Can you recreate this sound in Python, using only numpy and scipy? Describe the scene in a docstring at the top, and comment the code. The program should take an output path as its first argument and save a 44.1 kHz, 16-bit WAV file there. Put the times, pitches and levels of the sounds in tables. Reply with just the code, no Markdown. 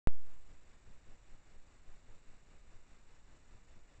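"""A trail camera starts listening in a still clearing at night.
After a moment of silence its microphone switches on with one click, a voltage step that leaks away.
Then come a faint hiss and a low rumble that throb five times a second, probably from the camera's own
electronics, and a treble fizz that flutters at the picture rate. From half a second on, some throbs
carry a dull puff over a soft thump. The microphone's response colours all of it."""
import sys
import numpy as np
from scipy import signal
from scipy.fft import rfft, irfft
from scipy.io import wavfile

SR = 44100
rng = np.random.default_rng(int(sys.argv[2]) if len(sys.argv) > 2 else 0)


def unload_wav(signal):
    """Save mono or channel-first audio to the path in sys.argv[1] as 16-bit WAV at rate SR, clipped to [-1, 1]."""
    wavfile.write(
        sys.argv[1],
        SR,
        np.round(np.clip(np.atleast_2d(signal).T, -1, 1) * 32767).astype(np.int16),
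    )


N = 176400
T = np.arange(N) / SR
HZ = np.fft.rfftfreq(N, 1 / SR)
SWITCH_ON_S = 0.0726


def gain_of(db):
    """Amplitude ratio of a level: a factor of ten for every 20 dB."""
    return 10 ** (np.asarray(db) / 20)


def unit_rms(x):
    """Normalisation to a root-mean-square value of 1."""
    return x / np.sqrt(np.mean(x ** 2) + 1e-20)


def gain_at(spectrum, hz):
    """Amplitude response, from levels interpolated on a logarithmic frequency axis."""
    corner_hz, db = np.transpose(spectrum)
    return gain_of(np.interp(np.log(hz + 1), np.log(corner_hz + 1), db))


def noise(spectrum, cutoff_hz=8760):
    """Spectral shaping: white noise weighted by a spectrum, band-limited and scaled to rms 1."""
    white = rfft(rng.standard_normal(N))
    return unit_rms(irfft(white * gain_at(spectrum, HZ) * (HZ < cutoff_hz), N))


def wander(bandwidth_hz):
    """Low-pass filtering of white noise gives a slow random fluctuation of rms 1."""
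    white = rfft(rng.standard_normal(N))
    return unit_rms(irfft(white * np.exp(-(HZ / bandwidth_hz) ** 2) * (HZ > 0), N))


def throb(rate_hz=4.955, crest_s=0.105, squareness=1.8):
    """Soft clipping turns a cosine into a rounded square wave, the shared modulator from -1 to 1."""
    cycle = np.cos(2 * np.pi * rate_hz * (T - crest_s))
    return np.tanh(squareness * cycle) / np.tanh(squareness)


def pulse(centre_s, half_width_s):
    """A Gaussian pulse of height 1, falling to 1/e at one half-width from its centre."""
    return np.exp(-((T - centre_s) / half_width_s) ** 2)


def click(step_db=-18.5, time_constant_s=0.12):
    """Step response of a leaky circuit: the voltage jumps at switch-on, then decays exponentially."""
    age_s = np.maximum(T - SWITCH_ON_S, 0)
    return gain_of(step_db) * (T >= SWITCH_ON_S) * np.exp(-age_s / time_constant_s)


# Spectral density of the mid-range hiss (frequency [Hz], relative level [dB])
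HISS_SPECTRUM = [(40, -8.5), (250, 2.5), (600, 0.5), (1200, 0), (2200, 0), (3500, -3), (5500, -2.5),
                 (8000, -14)]

def hiss(drift_db, level_db=-70, throb_db=1.7):
    """Amplitude modulation: broadband noise, probably electronic, swells and sinks with the throb."""
    return noise(HISS_SPECTRUM) * gain_of(level_db + throb_db * throb() + drift_db)


# Spectral density of the treble fizz (frequency [Hz], relative level [dB])
FIZZ_SPECTRUM = [(200, -16.5), (1500, -13), (3000, -4), (4500, -1.5), (6000, -0.5), (7300, 1.5), (8000, -3),
                 (8600, -19)]

def fizz(drift_db, level_db=-70, throb_db=0.7, dip_db=-7.0, dip_s=0.0062):
    """Pulse modulation: throbbing treble noise dips once per picture, which is heard as flutter."""
    picture_hz, first_picture_s = 24.83, 0.001
    pictures = (T - first_picture_s) * picture_hz
    from_nearest_s = ((pictures + 0.5) % 1 - 0.5) / picture_hz
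    dip = np.exp(-(2 * from_nearest_s / dip_s) ** 4)
    return noise(FIZZ_SPECTRUM) * gain_of(level_db + throb_db * throb() + dip_db * dip + drift_db)


# Spectral density of the rumble (frequency [Hz], relative level [dB])
RUMBLE_SPECTRUM = [(4, -4.5), (10, -0.5), (30, -13), (60, -20), (120, -27.5), (250, -34.5), (600, -41.5),
                   (2000, -61.5)]

def rumble(level_db=-57.5, throb_db=1.4):
    """Comodulation: the level of low-frequency noise rises and falls in phase with the hiss."""
    return noise(RUMBLE_SPECTRUM) * gain_of(level_db + throb_db * throb())


# Spectral density of a puff (frequency [Hz], relative level [dB])
PUFF_SPECTRUM = [(10, 6.5), (35, 2), (100, -5.5), (250, -18), (550, -20), (1200, -36), (3000, -48)]
# Soft low puffs, each at the crest of its noise (time [s], level [dB])
PUFF_EVENTS = [(0.518, -60.5), (0.899, -60.5), (1.095, -59), (1.335, -62.5), (1.553, -59.5), (1.895, -60),
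               (2.102, -60), (2.294, -62), (2.534, -66), (2.753, -64), (3.336, -65.5), (3.547, -62),
               (3.774, -63)]

def puffs():
    """Pressure transients: each dull noise burst rides on a rarefaction and a weaker, slower rebound."""
    puff_half_s, thump_half_s, thump_above_puff_db = 0.035, 0.016, 15
    rebound_delay_s, rebound_share = 0.047, 0.64
    air = noise(PUFF_SPECTRUM)
    out = np.zeros(N)
    for time_s, level_db in PUFF_EVENTS:
        burst = air * pulse(time_s, puff_half_s)
        rebound = rebound_share * pulse(time_s + rebound_delay_s, 2 * thump_half_s)
        thump = rebound - pulse(time_s, thump_half_s)
        out += gain_of(level_db) * (burst + gain_of(thump_above_puff_db) * thump)
    return out


def scene():
    """Superposition: from switch-on, the click and the noises add in one channel."""
    drift_db = 0.2 * wander(bandwidth_hz=23)  # common to hiss and fizz
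    noises = hiss(drift_db) + fizz(drift_db) + rumble() + puffs()
    return (click() + (T >= SWITCH_ON_S) * noises)[None]


# Frequency response of the camera's microphone (frequency [Hz], gain [dB])
MIC_RESPONSE = [(100, 1), (1000, 0.5), (2000, -1), (2900, -3.5), (3700, -6), (5000, -12), (5900, -9.5),
                (7000, -5), (7600, -4.5), (8300, -5.5), (9200, -15.5), (12000, -19.5), (16000, -36)]
# Two narrow notches in that response (centre frequency [Hz], bandwidth [Hz])
MIC_NOTCHES = [(3210, 290), (6430, 440)]

def record(dry, fft_size=4096, notch_leak=0.18, cutoff_hz=16500):
    """Linear filters in cascade: the microphone's colour, its two notches and a band limit."""
    log_gain = np.log(gain_at(MIC_RESPONSE, abs(np.fft.fftfreq(fft_size, 1 / SR))))
    # The Hilbert transform of the log magnitude gives the minimum phase.
    response = np.exp(np.conj(signal.hilbert(log_gain)))
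    impulse_response = np.fft.ifft(response).real[:fft_size // 2]
    out = signal.oaconvolve(dry, impulse_response[None])[:, :N]
    for centre_hz, width_hz in MIC_NOTCHES:
        notched = signal.lfilter(*signal.iirnotch(centre_hz, centre_hz / width_hz, SR), out)
        out = notch_leak * out + (1 - notch_leak) * notched
    low_pass = signal.firwin(255, cutoff_hz, window=("kaiser", 9), fs=SR)
    return signal.oaconvolve(out, low_pass[None], "same")


dry = scene()
out = record(dry)
unload_wav(out)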